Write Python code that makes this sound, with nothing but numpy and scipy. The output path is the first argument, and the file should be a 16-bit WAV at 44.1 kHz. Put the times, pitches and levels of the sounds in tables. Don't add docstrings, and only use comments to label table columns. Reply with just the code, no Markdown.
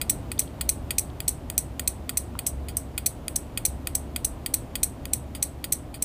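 import sys
import numpy as np
from scipy import signal
from scipy.fft import rfft, irfft, next_fast_len
from scipy.io import wavfile

SR = 44100
rng = np.random.default_rng(int(sys.argv[2]) if len(sys.argv) > 2 else 0)


def dump(signal):
    limited = np.clip(np.atleast_2d(signal).T, -1, 1)
    pcm = np.round(limited * 32767).astype(np.int16)
    wavfile.write(sys.argv[1], SR, pcm)


N = 266672
RING_LENGTH = int(.04 * SR)
TOUCH_LEAD_S = .0027

# f/Hz, relative level/dB, time to fall by 60 dB/s
CLOSED_MODES = [(6096, 0, 0.0055), (7220, -11.5, 0.013), (7860, 1.5, 0.01), (8230, 2, 0.013),
                (8940, 3, 0.0066), (10020, 2.5, 0.005), (11120, -6, 0.0089), (12240, -2.5, 0.01),
                (14170, -3.5, 0.0082), (14450, -6.5, .004), (15300, -4, 0.0081)]
# f/Hz, relative level in a pull-in/dB, relative level in a release/dB,
# time to fall by 60 dB/s
CASE_MODES = [(1435, -71, -10.5, 0.014), (1870, -28, -10, 0.02), (2513, -22.5, -8, 0.021),
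              (2700, -41, -38, 0.0057), (3274, -50, 2.5, 0.0067), (3870, -45, -16, 0.03),
              (4330, -9, -3.5, 0.0079), (4825, -32, -3.5, 0.015)]


def undb(db):
    return 10 ** (np.asarray(db) / 20)


def high_pass(x, hz):
    return signal.sosfilt(signal.butter(5, hz, "high", fs=SR, output="sos"), x)


def add(out, sound, s):
    start = int(s * SR)
    part = sound[..., :max(N - start, 0)]
    out[..., start:start + part.shape[-1]] += part


def coloured(gain):
    size = next_fast_len(N)
    hz = np.maximum(np.arange(size // 2 + 1) * SR / size, 1.)
    spectrum = rfft(rng.standard_normal(size)) * gain(hz)
    noise = irfft(spectrum, size)[:N]
    return noise / np.std(noise)


def rumble():
    # f/Hz, relative level/dB
    rumble_colour = [(20, -19), (40, -3), (70, -3.5), (125, -4.5), (190, -12), (265, -8), (330, -12),
                     (430, -18.5), (630, -16.5), (1000, -24.5), (1600, -33.5), (3000, -37.5), (5500, -46),
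                     (8500, -46.5), (9900, -46), (10600, -47), (15000, -49)]
    # t/s, rms level/dB
    rumble_level = [(0, -36), (1.5, -38), (3, -38), (4.5, -37.5), (6.05, -39.5)]
    colour_hz, colour_db = np.transpose(rumble_colour)

    def gain(f):
        curve = undb(np.interp(np.log(f), np.log(colour_hz), colour_db))
        return curve * np.minimum(f / colour_hz[0], 1) ** 2

    t = np.arange(N) / SR
    return undb(np.interp(t, *np.transpose(rumble_level))) * coloured(gain)


def hum():
    # t/s, rms level/dB
    hum_level = [(0.0, -57), (0.1, -42.5), (0.57, -41.5), (0.66, -34), (1.13, -44), (2.46, -40.5),
                 (2.54, -31), (3.01, -45), (3.42, -41.5), (3.62, -55), (3.71, -37), (4.71, -48),
                 (4.88, -52), (5.09, -40.5), (5.98, -46), (6.05, -61)]
    centre_hz, waver_hz, waver_rate_hz = 68.5, 2.6, 9
    waver = coloured(lambda f: 1 / (1 + (f / waver_rate_hz) ** 2))
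    cycles = np.cumsum(centre_hz + waver_hz * waver) / SR
    tone = np.sqrt(2) * np.sin(2 * np.pi * cycles)
    t = np.arange(N) / SR
    return undb(np.interp(t, *np.transpose(hum_level))) * tone


def ring(hz, db, t60, scatter_db=0.66):
    t = np.arange(RING_LENGTH) / SR
    level_chance, pitch_chance = rng.standard_normal((2, len(hz), 1))
    sign = (-1) ** np.arange(len(hz))[:, None]
    gain = sign * undb(db[:, None] + scatter_db * level_chance)
    pitch = hz[:, None] * (1 + 0.0047 * pitch_chance)
    decay = np.exp(-np.log(1000) * t / t60[:, None])
    return np.sum(gain * decay * np.sin(2 * np.pi * pitch * t), axis=0)


def blow(db, metal, case_db, rattle_ms, rise_ms, hard_db):
    ms = 1000 * np.arange(RING_LENGTH) / SR
    rise = 1 - np.exp(-ms / max(rise_ms, .02))
    fall = np.exp(-ms / max(rattle_ms, .2))
    flurry = rise * fall * rng.standard_normal(RING_LENGTH)
    hard = np.zeros(RING_LENGTH)
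    hard[int(rise_ms * SR / 1000)] = undb(hard_db)

    case_hz, _, _, case_t60 = np.transpose(CASE_MODES)
    thin = ring(*np.transpose(metal))
    case = ring(case_hz, case_db, case_t60)
    near = signal.fftconvolve(hard + flurry, thin) + signal.fftconvolve(hard + .3 * flurry, case)
    far = (thin + case) * np.exp(-ms / .9)
    both = np.array([near[:RING_LENGTH], far])
    strength = undb(db) * np.sqrt(5.0 + 14 * rattle_ms)
    return strength * both / np.linalg.norm(both, axis=1, keepdims=True)


def releases():
    # t/s, tick level before the rattle-length boost/dB, rattle decay time/ms
    release_list = [(0.0145, -17.5, 5.9), (0.3166, -20.5, 3.9), (0.6104, -16.5, 4.6), (.9067, -16, 4.7),
                    (1.2036, -17.5, 1.76), (1.5003, -15.5, 0.94), (1.7952, -15.5, 2.9),
                    (2.0931, -16.5, 3.5), (2.3900, -18, 3.5), (2.685, -31, 13), (2.9785, -16.5, 4.5),
                    (3.2813, -12, 0.72), (3.5746, -16, 4.5), (3.8716, -14, 1.8), (4.1613, -16, 3.5),
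                    (4.4614, -16.5, 4.2), (4.7545, -17, 4.5), (5.0547, -19, 0.68), (5.3498, -30.5, 12.6),
                    (5.6418, -19.5, 5.1), (5.942, -33.5, 15.5)]
    # f/Hz, relative level/dB, time to fall by 60 dB/s
    open_modes = [(6890, -9, 0.01), (7700, -2, 0.0048), (8490, 2.5, 0.0053), (9180, -1.5, 0.0091),
                  (9670, 4, 0.0057), (10700, -7, 0.0054), (11700, 0.5, 0.0039), (13040, -5, .005),
                  (13800, -6.5, .005), (15500, 3, 0.0043)]
    share_db, db_per_doubling = -2, 2.5
    drop_db = np.transpose(CASE_MODES)[2]
    out = np.zeros((2, N))
    for s, tick_db, rattle_ms in release_list:
        case_db = drop_db + share_db + db_per_doubling * np.log2(rattle_ms)
        add(out, blow(tick_db, open_modes, case_db, rattle_ms, rise_ms=0.11, hard_db=12.2), s)
    return high_pass(out, 1205)


def pull_ins():
    # t of the slam/s, slam level/dB, first touch level/dB (both before the rattle-length boost),
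    # chatter decay time/ms, extra case share in the slam/dB
    pull_in_list = [(0.0982, -3.5, -12, 4.2, 4), (0.393, -3, -20, 1.9, 6), (0.6916, -3, -23, 3, 6),
                    (0.985, -5.5, -10, 6.4, -4), (1.282, -5, -13, 4, 5.5), (1.5787, -3, -41, 4.4, 3),
                    (1.8780, -9.5, -9, 1.7, -5), (2.1743, -6.5, -11.5, 2.8, -16),
                    (2.4660, -9, -28, 13.3, -22), (2.7689, -7.5, -37, 2.7, -9), (3.063, -6, -14, 3.8, 8),
                    (3.3599, -10, -22, 5.6, -2), (3.654, -7, -10, 4.1, 1), (3.9520, -6.5, -24, 3.8, -1.5),
                    (4.2485, -9.5, -16, 5.2, -28), (4.5406, -4, -22, 1.8, 7.5),
                    (4.8336, -6.5, -11, 5.4, 4.5), (5.1342, -4.5, -24, 2.2, 2), (5.4269, -5, -22, 3.6, 9.5),
                    (5.7238, -5, -23, 5.1, 6), (6.0238, -6, -29, 1.9, 2)]
    pull_db = np.transpose(CASE_MODES)[1]
    out = np.zeros((2, N))
    for s, slam_db, touch_db, chatter_ms, case_db in pull_in_list:
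        touch = blow(touch_db, CLOSED_MODES, pull_db + 9.5, rattle_ms=2.3, rise_ms=0.33, hard_db=10.4)
        slam = blow(slam_db, CLOSED_MODES, pull_db + case_db, rattle_ms=0.91, rise_ms=.45, hard_db=7.8)
        chatter = blow(slam_db - 13.5, CLOSED_MODES, pull_db, chatter_ms, rise_ms=1.0, hard_db=-13)
        add(out, touch, s - TOUCH_LEAD_S)
        add(out, slam, s)
        add(out, chatter, s + TOUCH_LEAD_S)
    return high_pass(out, 1860)


def rebounds():
    # t/s, level before the rattle-length boost/dB
    rebound_list = [(.1056, -14.5), (.4018, -13.5), (0.697, -10), (0.9934, -12), (1.2902, -11),
                    (1.5880, -18), (1.8796, -14.5), (2.1780, -16.5), (2.471, -11.5), (3.0653, -12),
                    (3.0708, -14.5), (3.3622, -9), (3.6588, -14), (3.6616, -12), (3.9541, -12),
                    (4.2502, -8.5), (4.5440, -14), (4.5473, -17), (4.8348, -11), (4.8415, -12),
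                    (5.1380, -18), (5.4302, -15.5), (5.4372, -17), (5.726, -13), (5.732, -13),
                    (6.0267, -14.5)]
    pull_db = np.transpose(CASE_MODES)[1]
    out = np.zeros((2, N))
    for s, db in rebound_list:
        add(out, blow(db, CLOSED_MODES, pull_db - 12.0, rattle_ms=1.18, rise_ms=0.46, hard_db=5.3), s)
    return high_pass(out, 1860)


def bench_taps():
    # t/s, level/dB, f/Hz, time to fall by 60 dB/s
    tap_list = [(.380, -35, 3520, 0.012), (0.419, -34.5, 3260, 0.011), (0.477, -39, 3230, 0.0093),
                (1.101, -42.5, 3300, 0.0089), (2.353, -27.5, 1026, 0.015)]
    out = np.zeros(N)
    for s, db, hz, t60 in tap_list:
        modes_hz = hz * np.array([1, 1.35, 2.9])
        modes_db = db - np.array([0, 3., 12.])
        add(out, ring(modes_hz, modes_db, t60 / np.array([1, 1, 3.])), s)
    return out


def room(dry):
    # lower edge f/Hz, upper edge f/Hz, gain on the noise/dB, time to fall by 60 dB/s
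    room_bands = [(990, 2570, -39, 0.14), (3100, 8300, -45.5, 0.18), (8000, 8600, -37.5, 0.22),
                  (7150, 10600, -41.5, 0.2), (10000, 16000, -41, 0.16), (13170, 14000, -51, 0.16)]
    t = np.arange(SR // 2) / SR
    tail = 0
    for low_hz, high_hz, db, t60 in room_bands:
        band_filter = signal.butter(2, [low_hz, high_hz], "band", fs=SR, output="sos")
        band = signal.sosfilt(band_filter, rng.standard_normal(len(t)))
        tail = tail + undb(db) * band * np.exp(-np.log(1000) * t / t60)
    build_up = 1 - np.exp(-t / 0.0011)
    return signal.fftconvolve(dry, tail * build_up)[:N]


def scene():
    background = rumble() + hum()
    near, far = releases() + pull_ins() + rebounds() + bench_taps()
    return (near + room(far) + background)[None]


def record(dry):
    dip_hz, dip_width_hz, dip_share = 10460, 360, 0.52
    top_hz = 15380
    narrow_band = signal.lfilter(*signal.iirpeak(dip_hz, dip_hz / dip_width_hz, fs=SR), dry)
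    dipped = dry - dip_share * narrow_band
    rounded = .8 * np.tanh(dipped / .8)
    return signal.sosfilt(signal.ellip(10, .3, 70, top_hz, fs=SR, output="sos"), rounded)


dry = scene()
out = record(dry)
dump(out)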